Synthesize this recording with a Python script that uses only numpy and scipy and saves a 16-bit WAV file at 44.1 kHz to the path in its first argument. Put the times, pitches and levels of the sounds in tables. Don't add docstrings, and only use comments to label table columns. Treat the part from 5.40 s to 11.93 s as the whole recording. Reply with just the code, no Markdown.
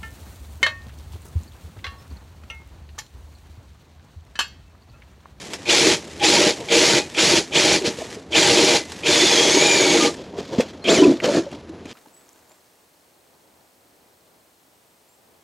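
import sys
import numpy as np
from scipy import signal
from scipy.fft import rfft, irfft, next_fast_len
from scipy.io import wavfile
from scipy.ndimage import uniform_filter1d

SR = 44100
rng = np.random.default_rng(int(sys.argv[2]) if len(sys.argv) > 2 else 0)


def pcm_store(signal):
    levels = np.round(np.clip(np.atleast_2d(signal), -1, 1) * 32767)
    wavfile.write(sys.argv[1], SR, levels.astype(np.int16).T)


def gain_from_db(level_db):
    decades = np.asarray(level_db, float) / 20
    return 10 ** decades


N = 287973
LIFT_S = 4.77


def evened(x):
    return x / np.sqrt(np.mean(x ** 2) + 1e-20)


def add(mix, s, sound):
    part = mix[round(s * SR):][:len(sound)]
    part += sound[:len(part)]


def coloured(x, points):
    hz, db = np.transpose(points)
    size = next_fast_len(len(x))
    log_hz = np.log(np.fft.rfftfreq(size, 1 / SR) + 1)
    gain = gain_from_db(np.interp(log_hz, np.log(hz), db, -100, -100))
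    return evened(irfft(rfft(x, size) * gain, size)[:len(x)])


def resonate(x, hz, width):
    turn = np.exp(2j * np.pi * np.cumsum(hz * np.ones(len(x))) / SR)
    r = np.exp(-np.pi * width / SR)
    return 2 * (turn * signal.lfilter([1 - r], [1, -r], x / turn)).real


def drift(hz, size=N):
    noise = rng.standard_normal(size + 2000)
    return evened(signal.lfilter(*signal.butter(2, hz, fs=SR), noise)[2000:])


def chips(per_s, spread_db, lumps_db, lump_hz):
    size = gain_from_db(spread_db * np.minimum(rng.exponential(1, N), 4)) * rng.standard_normal(N)
    return size * (rng.random(N) < per_s / SR) * gain_from_db(lumps_db * drift(lump_hz))


def streaked(x, depth_db, frames, bins):
    z = signal.stft(x, nperseg=512, noverlap=384)[2]
    patches = rng.standard_normal(z.shape[::-1]).T
    patches = uniform_filter1d(patches, size=bins, axis=0)
    patches = evened(uniform_filter1d(patches, size=frames, axis=1))
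    return signal.istft(z * gain_from_db(depth_db * patches), nperseg=512, noverlap=384)[1][:N]


def levels(tables):
    out = np.zeros((len(tables[0][0]) - 1, N))
    t = np.arange(N) / SR
    for rows in tables:
        s, *db = np.transpose(rows)
        inside = (t >= s[0]) & (t < s[-1])
        total_db = [db[0]] + [db[0] + more for more in db[1:]]
        gain = gain_from_db([np.interp(t[inside], s, d) for d in total_db])
        out[:, inside] = np.maximum(out[:, inside], gain)
    return uniform_filter1d(out, size=130, axis=1)


SPRAY_DB = [-4, -5, -1.5, -2.5, 3]
DRUM_DB = [6.5, 1, -1, 1.5, 4.5]


def burst(bite, release, db, sag_db, drum_db):
    rise_s, rise_db, coast_s, coast_db = 0.049, 30, .09, 35
    settled = min(bite + 0.046, (bite + release) / 2)
    s = [bite - rise_s, bite, settled, release, release + coast_s]
    grind_db = [db - rise_db, db, db, db - sag_db, db - sag_db - coast_db]
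    return np.transpose([s, grind_db, SPRAY_DB, drum_db + np.array(DRUM_DB)])


# (blades bite [s], release [s], grind [dB], sag while cutting [dB], drumming over grind [dB])
BURSTS = [
    (0.299, 0.533, -18, 1.5, -2.5),
    (0.843, 1.096, -17.5, 3, -1),
    (1.324, 1.582, -18, 1.5, -0.5),
    (1.789, 1.983, -18, 1, -3.5),
    (2.157, 2.356, -19, 0, -0.5),
    (2.456, 2.472, -26, -2, 2),
    (2.956, 3.366, -18.5, 1, -0.5),
    (3.672, 4.664, -19.5, 2, 0.5),
    (5.489, 5.716, -23, 14.5, 11),
    (5.843, 5.979, -34, -3.5, 15.5),
]


def pulls():
    return levels([burst(*row) for row in BURSTS])


# (frequency [Hz], level [dB per Hz])
AIR = [(24, -43), (40, -6), (340, 5), (1340, -14.5), (3800, -22), (7070, -29), (9070, -43), (10000, -33.5),
       (13900, -59), (15300, -73)]


def background():
    air = gain_from_db(-41) * coloured(rng.standard_normal(N) * gain_from_db(1.3 * drift(22)), AIR)
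    hum = gain_from_db(-51.5) * evened(resonate(resonate(rng.standard_normal(N), 82.4, 12), 82.4, 12))
    shake = rng.standard_normal(N) * gain_from_db(2.5 * drift(12))
    floor = evened(resonate(resonate(shake, 168, 196), 168, 196))
    rest_db, shake_db, lag_s = -52.5, -13, 0.036
    through_s, through_db = 3.75, -7
    grind = pulls()[0]
    keep = np.exp(-1 / (lag_s * SR))
    work = np.minimum(grind, signal.lfilter([1 - keep], [1, -keep], grind))
    work = work * gain_from_db(through_db * (np.arange(N) > through_s * SR))
    return air + hum + (gain_from_db(rest_db) + gain_from_db(shake_db) * work) * floor


# (frequency [Hz], level [dB per Hz])
RUSTLE = [(590, -10), (1000, -9), (1530, -12), (1710, -6), (7200, -11), (11100, -24), (15300, -45)]
# (frequency [Hz], level [dB per Hz])
LATE_RUSTLE = [(700, -32), (1100, -2), (1600, -1), (2600, -2.5), (3300, -7.5), (4200, -1.5), (7000, -8.5),
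               (11000, -30.5), (15300, -58)]
# (frequency [Hz], level [dB per Hz])
SHUFFLE = [(71, -43), (120, -7), (401, -3), (535, -3.5), (660, -7), (838, -17), (908, -9), (1300, -33),
           (1690, -58), (2860, -120)]
# (time [s], rustle [dB])
STIR = [(0, -38), (.2, -43.5), (.7, -43), (1.2, -39.5), (1.7, -42.5), (2.099, -44.5), (2.55, -40),
        (2.74, -39.5), (2.819, -55), (2.92, -61), (3.4, -41.5), (4.72, -40.5), (4.94, -58), (5.05, -48),
        (5.288, -46.5), (5.349, -58.5), (6.098, -51), (6.22, -79)]
# (peak time [s], level
# [dB], 16.5 dB rise [s], 24.5 dB fall [s], shuffle over it [dB])
SWIPES = [(.15, -36, 0.19, 0.037, -4), (1.2, -38.5, 0.078, 0.25, 4.5), (2.62, -35, 0.11, 0.23, 2),
          (4.8, -44.5, 0.095, 0.14, 10), (4.955, -53.5, 0.073, .05, 20.5), (4.995, -37.5, 0.037, .07, 11.5),
          (5.13, -40, 0.044, 0.22, 13.5), (5.206, -28.5, 0.05, .06, 6), (5.73, -42, .1, 0.27, 7),
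          (5.845, -22, 0.011, 0.064, -3), (6.13, -45, 0.022, 0.12, 11.5), (6.458, -48, .02, .02, 6),
          (6.515, -42.5, 0.071, 0.081, -8)]


def rustling():
    shuffle_db, follow = -49, 0.74
    stir = [(s, db, shuffle_db - db + follow * (db + 41)) for s, db in STIR + [(N / SR, STIR[-1][1])]]
    swipes = [[(s - 2 * up, db - 33, low), (s, db, low), (s + 2 * down, db - 49, low)]
              for s, db, up, down, low in SWIPES]
    rustle, shuffle = levels([stir] + swipes)
    grains = chips(per_s=9000, spread_db=2.6, lumps_db=2.2, lump_hz=40)
    grains = streaked(grains, depth_db=1.8, frames=6, bins=1)
    whistle = gain_from_db(-7) * evened(resonate(grains, 3300 * (1 + 0.05 * drift(5.3)), width=300))
    lifted = np.arange(N) > LIFT_S * SR
    rubbing = np.where(lifted, coloured(grains, LATE_RUSTLE) + whistle, coloured(grains, RUSTLE))
    soft = chips(per_s=2200, spread_db=1.4, lumps_db=1.9, lump_hz=27)
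    return rustle * rubbing + shuffle * coloured(soft, SHUFFLE)


# (time [s], peak [dB], pitch [Hz], t60 [s], ring share [0-1])
TICKS = [(.134, -18, 5250, .09, .35), (.797, -25, 2850, .035, .5), (1.747, -24, 2470, .035, .5),
         (2.4214, -22, 2650, .035, .5), (2.9223, -23, 2350, .03, .3), (3.519, -21, 1750, .05, .2),
         (5.206, -14, 2340, .04, .6), (5.441, -24, 2430, .035, .3), (5.801, -19, 2200, .025, .92),
         (6.114, -34, 2750, .04, .5), (6.2926, -40, 4030, .035, .3), (6.455, -31, 2340, .04, .6)]


def tick(db, hz, t60, share):
    t = np.arange(round(.08 * SR)) / SR
    puff = rng.standard_normal(len(t))
    ringing = evened(resonate(resonate(puff, hz, 700), hz, 700))
    snap = (1 - share) * coloured(puff, RUSTLE) + share * ringing
    snap = snap * gain_from_db(-60 * t / t60) * np.clip(t / .0005, 0, 1) ** 2
    return gain_from_db(db) * snap / np.abs(snap).max()


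# (time [s], peak [dB], pitch [Hz], t60 [s])
KNOCKS = [(0.131, -28, 540, 0.062), (2.413, -17.5, 403, 0.077), (2.447, -17, 319, 0.12),
          (2.477, -12, 236, 0.039), (2.586, -17.5, 486, 0.035), (2.617, -15.5, 650, 0.044),
          (2.769, -18, 417, 0.042), (4.984, -9.5, 408, 0.035), (5.185, 2, 233, 0.039),
          (5.198, 0, 494, 0.032), (5.519, -3, 414, 0.049), (5.552, -14, 324, 0.082),
          (5.582, 0.5, 312, 0.039), (5.622, 0.5, 294, 0.087), (5.651, 0.5, 382, 0.077),
          (5.675, -4.5, 267, 0.16), (5.697, -14, 276, 0.13), (5.842, -7, 496, 0.085),
          (5.883, -10, 574, 0.16), (5.976, -6, 332, 0.093), (5.998, -14, 343, 0.065),
          (6.064, -21.5, 562, 0.1), (6.138, -26, 282, 0.1), (6.295, -22, 327, 0.066),
          (6.308, -30, 338, 0.089), (6.453, -30, 280, 0.15)]


def knock(db, hz, t60):
    t = np.arange(round(.2 * SR)) / SR
    fall = gain_from_db(-60 * t / t60) * (1 - np.exp(-t / .002))
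    main = np.sin(2 * np.pi * hz * t)
    push = 0.11 * np.sin(2 * np.pi * 0.59 * hz * t)
    partner = 0.22 * gain_from_db(-40 * t / t60) * np.sin(2 * np.pi * 1.58 * hz * t)
    return gain_from_db(db - 0.5) * fall * (main + push + partner)


# (time [s], peak [dB], pitch [Hz], t60 [s])
RINGS = [(1.55, -23, 2480, 0.3), (3.395, -37, 2035, 0.45), (4.6, -17.5, 1218, 0.27),
         (4.67, -13, 1190, 0.066), (5.415, -42, 4200, 0.43), (5.622, -17.5, 996, 0.17)]


def ring(db, hz, t60):
    t = np.arange(round(.13 * SR)) / SR
    return gain_from_db(db - 60 * t / t60) * np.sin(2 * np.pi * hz * t) * signal.windows.tukey(len(t), .2)


# (time [s], peak [dB])
WHIRS = [(0.2558, -30), (0.798, -31), (1.2853, -27), (1.7457, -31), (2.1184, -28), (2.9219, -22.5),
         (3.6318, -27.5), (5.443, -25.5)]


def whir(db):
    t = np.arange(round(0.046 * SR)) / SR
    fuzz = rng.standard_normal(len(t))
    hum = sum(resonate(resonate(fuzz, hz, 380), hz, 380) for hz in (2450, 3150))
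    return gain_from_db(db - 3.0 + 150 * t) * evened(hum) * signal.windows.tukey(len(t), .1)


# (time [s], top mesh pitch [Hz], level [dB])
SPINS = [(.288, 6800, -29), (.832, 7310, -30), (1.312, 6820, -32.5), (1.781, 7010, -30.5),
         (2.156, 7170, -29.5), (2.946, 7100, -28.5), (3.658, 6880, -32.5), (5.48, 7320, -28)]
# (time after start [s], share of top speed, level [dB], load [0-1])
SPIN_SHAPE = [(0, .63, -1, 1.05), (.018, .91, -2.5, 1.05), (.028, 1.01, 5.5, 0.07), (.048, .99, -6, .05),
              (.08, .95, -19, .3)]


def spin(s, top_hz, db):
    return np.array(SPIN_SHAPE) * [1, top_hz, 1, 1] + [s, 0, db, 0]


# (time [s], fastest mesh [Hz], level [dB], load [0-1])
RUNS = [
    [(3.7, 6540, -38, 1), (3.785, 6600, -27.5, 0.58), (3.89, 6480, -31.5, 0.82), (4.015, 6090, -30, 0.88),
     (4.19, 6640, -27.5, 0.05), (4.27, 7060, -25.5, 0), (4.35, 6920, -25.5, 0.1), (4.5, 6480, -29, .2),
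     (4.66, 6600, -39, 0)],
    [(5.538, 7220, -36, .05), (5.548, 7440, -28, 0), (5.58, 5880, -29, 0.34), (5.604, 5400, -39, 1.1),
     (5.618, 6150, -39, 1), (5.645, 4700, -39.5, 1.2), (5.656, 5500, -50, 1)],
]
MESH_RATIOS = [1, .535, .343, .69]
# (running free [dB], full load [dB])
MIDDLE_DB = (-6, 10)
SLOW_DB = (2.5, -7.5)
SIDE_DB = (-8, -7)


def gears(rows):
    s, hz, fast_db, load = np.transpose(rows)
    mesh_db = [fast_db]
    for free, full in (MIDDLE_DB, SLOW_DB, SIDE_DB):
        mesh_db.append(fast_db + free + (full - free) * load)
    t = np.arange(s[0], s[-1], 1 / SR)
    shaking = np.clip((t - s[0]) / .05, .1, 1) ** 2
    speed = np.interp(t, s, hz) * (1 + .012 * shaking * drift(50, len(t)))
    out = np.zeros(len(t))
    for ratio, level_db in zip(MESH_RATIOS, mesh_db):
        pitch = ratio * speed * (1 + .009 * drift(300, len(t)))
        flutter_db = shaking * np.minimum(6 * drift(45, len(t)), 3)
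        gain = 2 ** .5 * gain_from_db(np.interp(t, s, level_db + 1.0) + flutter_db)
        out += gain * np.sin(2 * np.pi * np.cumsum(pitch) / SR)
    return s[0], out * signal.windows.tukey(len(t), min(.008 / (s[-1] - s[0]), 1))


# (time [s], pitch [Hz], level [dB])
HOLE = [
    [(4.3, 447, -30), (4.336, 460, -51), (4.41, 318, -21), (4.574, 314, -13.5), (4.676, 310, -17.5),
     (4.75, 358, -43)],
    [(5.45, 333, -35), (5.51, 392, -15.5), (5.664, 326, -6.5), (5.724, 287, -10.5), (5.78, 304, -29)],
    [(5.82, 456, -28), (5.874, 507, -17), (5.992, 320, -40), (6.03, 345, -31)],
]


def hole(shocks):
    out = np.zeros(N)
    for rows in HOLE:
        s, hz, db = np.transpose(rows)
        t = np.arange(s[0], s[-1], 1 / SR)
        hz = np.interp(t, s, hz)
        boom = evened(resonate(resonate(shocks[:len(t)], hz, 130), hz, 110))
        add(out, s[0], gain_from_db(np.interp(t, s, db) - 4.5) * boom * signal.windows.tukey(len(t), .1))
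    return out


# (pitch [Hz], width [Hz], level [dB])
TUBE = [(317.6, 29, 2.5), (358.8, 72, 12.5), (463.6, 31, 9), (599, 49, -1.5), (824, 39, 5), (930, 45, 1),
        (1185, 13, -15)]
# (frequency [Hz], level [dB per Hz])
DRUM = [(18, -67), (30, -69), (152, -12), (241, -12.5), (340, -8), (600, -3.5), (737, -12.5), (836, -17),
        (1300, -25), (1690, -26), (2860, -120)]
# (frequency [Hz], level [dB per Hz])
LATE_DRUM = [(35, -61), (60, -40), (242, -3), (291, -3.5), (371, -3.5), (602, -11.5), (655, -2.5),
             (766, -21), (1800, -22), (2340, -58), (3960, -120)]


def drumming(shocks):
    ringing = np.zeros(N)
    for hz, width, db in TUBE:
        mode = evened(resonate(resonate(shocks, hz, 1.6 * width), hz, 1.6 * width))
        ringing += gain_from_db(db + 4.0 * drift(11)) * mode
    in_ice = 0.79 * evened(ringing) + 0.72 * coloured(shocks, DRUM)
    in_slush = 0.72 * coloured(shocks, LATE_DRUM)
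    return evened(np.where(np.arange(N) > LIFT_S * SR, in_slush, in_ice))


# (frequency [Hz], level [dB per Hz])
GRIND = [(590, -5), (1000, -5.5), (1310, -7), (2370, 2.5), (2690, -0.5), (3390, 1.5), (4000, -2),
         (4600, -8.5), (5980, -24), (10100, -120)]
# (frequency [Hz], level [dB per Hz])
SPRAY = [(2470, -78), (4200, -1.5), (4990, -0.5), (6950, -0.5), (9000, -13), (9870, -10), (11100, -18.5),
         (12100, -28.5), (13700, -31), (15300, -73)]


def cutting():
    grind, spray, drum = pulls()
    fractures = chips(per_s=20000, spread_db=2.2, lumps_db=.7, lump_hz=90)
    fractures = streaked(fractures, depth_db=2.4, frames=8, bins=1)
    shocks = chips(per_s=1500, spread_db=1.5, lumps_db=-0.5, lump_hz=36.3)
    blades = grind * coloured(fractures, GRIND) + spray * coloured(fractures, SPRAY)
    return blades + drum * drumming(shocks) + hole(shocks)


def scene():
    mix = background() + rustling() + cutting()
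    for rows in [spin(*row) for row in SPINS] + RUNS:
        add(mix, *gears(rows))
    for table, source in ((KNOCKS, knock), (TICKS, tick), (WHIRS, whir), (RINGS, ring)):
        for s, *blow in table:
            add(mix, s, source(*blow))
    return np.array([mix, mix])


def top_cut(x):
    return signal.sosfilt(signal.butter(12, 15630, fs=SR, output="sos"), x)


def record(dry):
    mono = signal.lfilter(*signal.butter(2, 55, "high", fs=SR), dry[0])
    mono = .95 * np.tanh(mono / .95)
    mono = mono - resonate(mono, 9020, width=280)
    top = signal.oaconvolve(mono, signal.firwin(401, 11800, pass_zero=False, fs=SR), "same")
    apart = (1.13 * top + gain_from_db(-43.5) * mono + gain_from_db(-32.0) * np.gradient(mono)) * drift(160)
    edge = signal.firwin(301, 15200, fs=SR)[None]
    stereo = np.array([mono + apart, mono - apart])
    return top_cut(signal.oaconvolve(stereo, edge, "same"))


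dry = scene()
out = record(dry)
pcm_store(out)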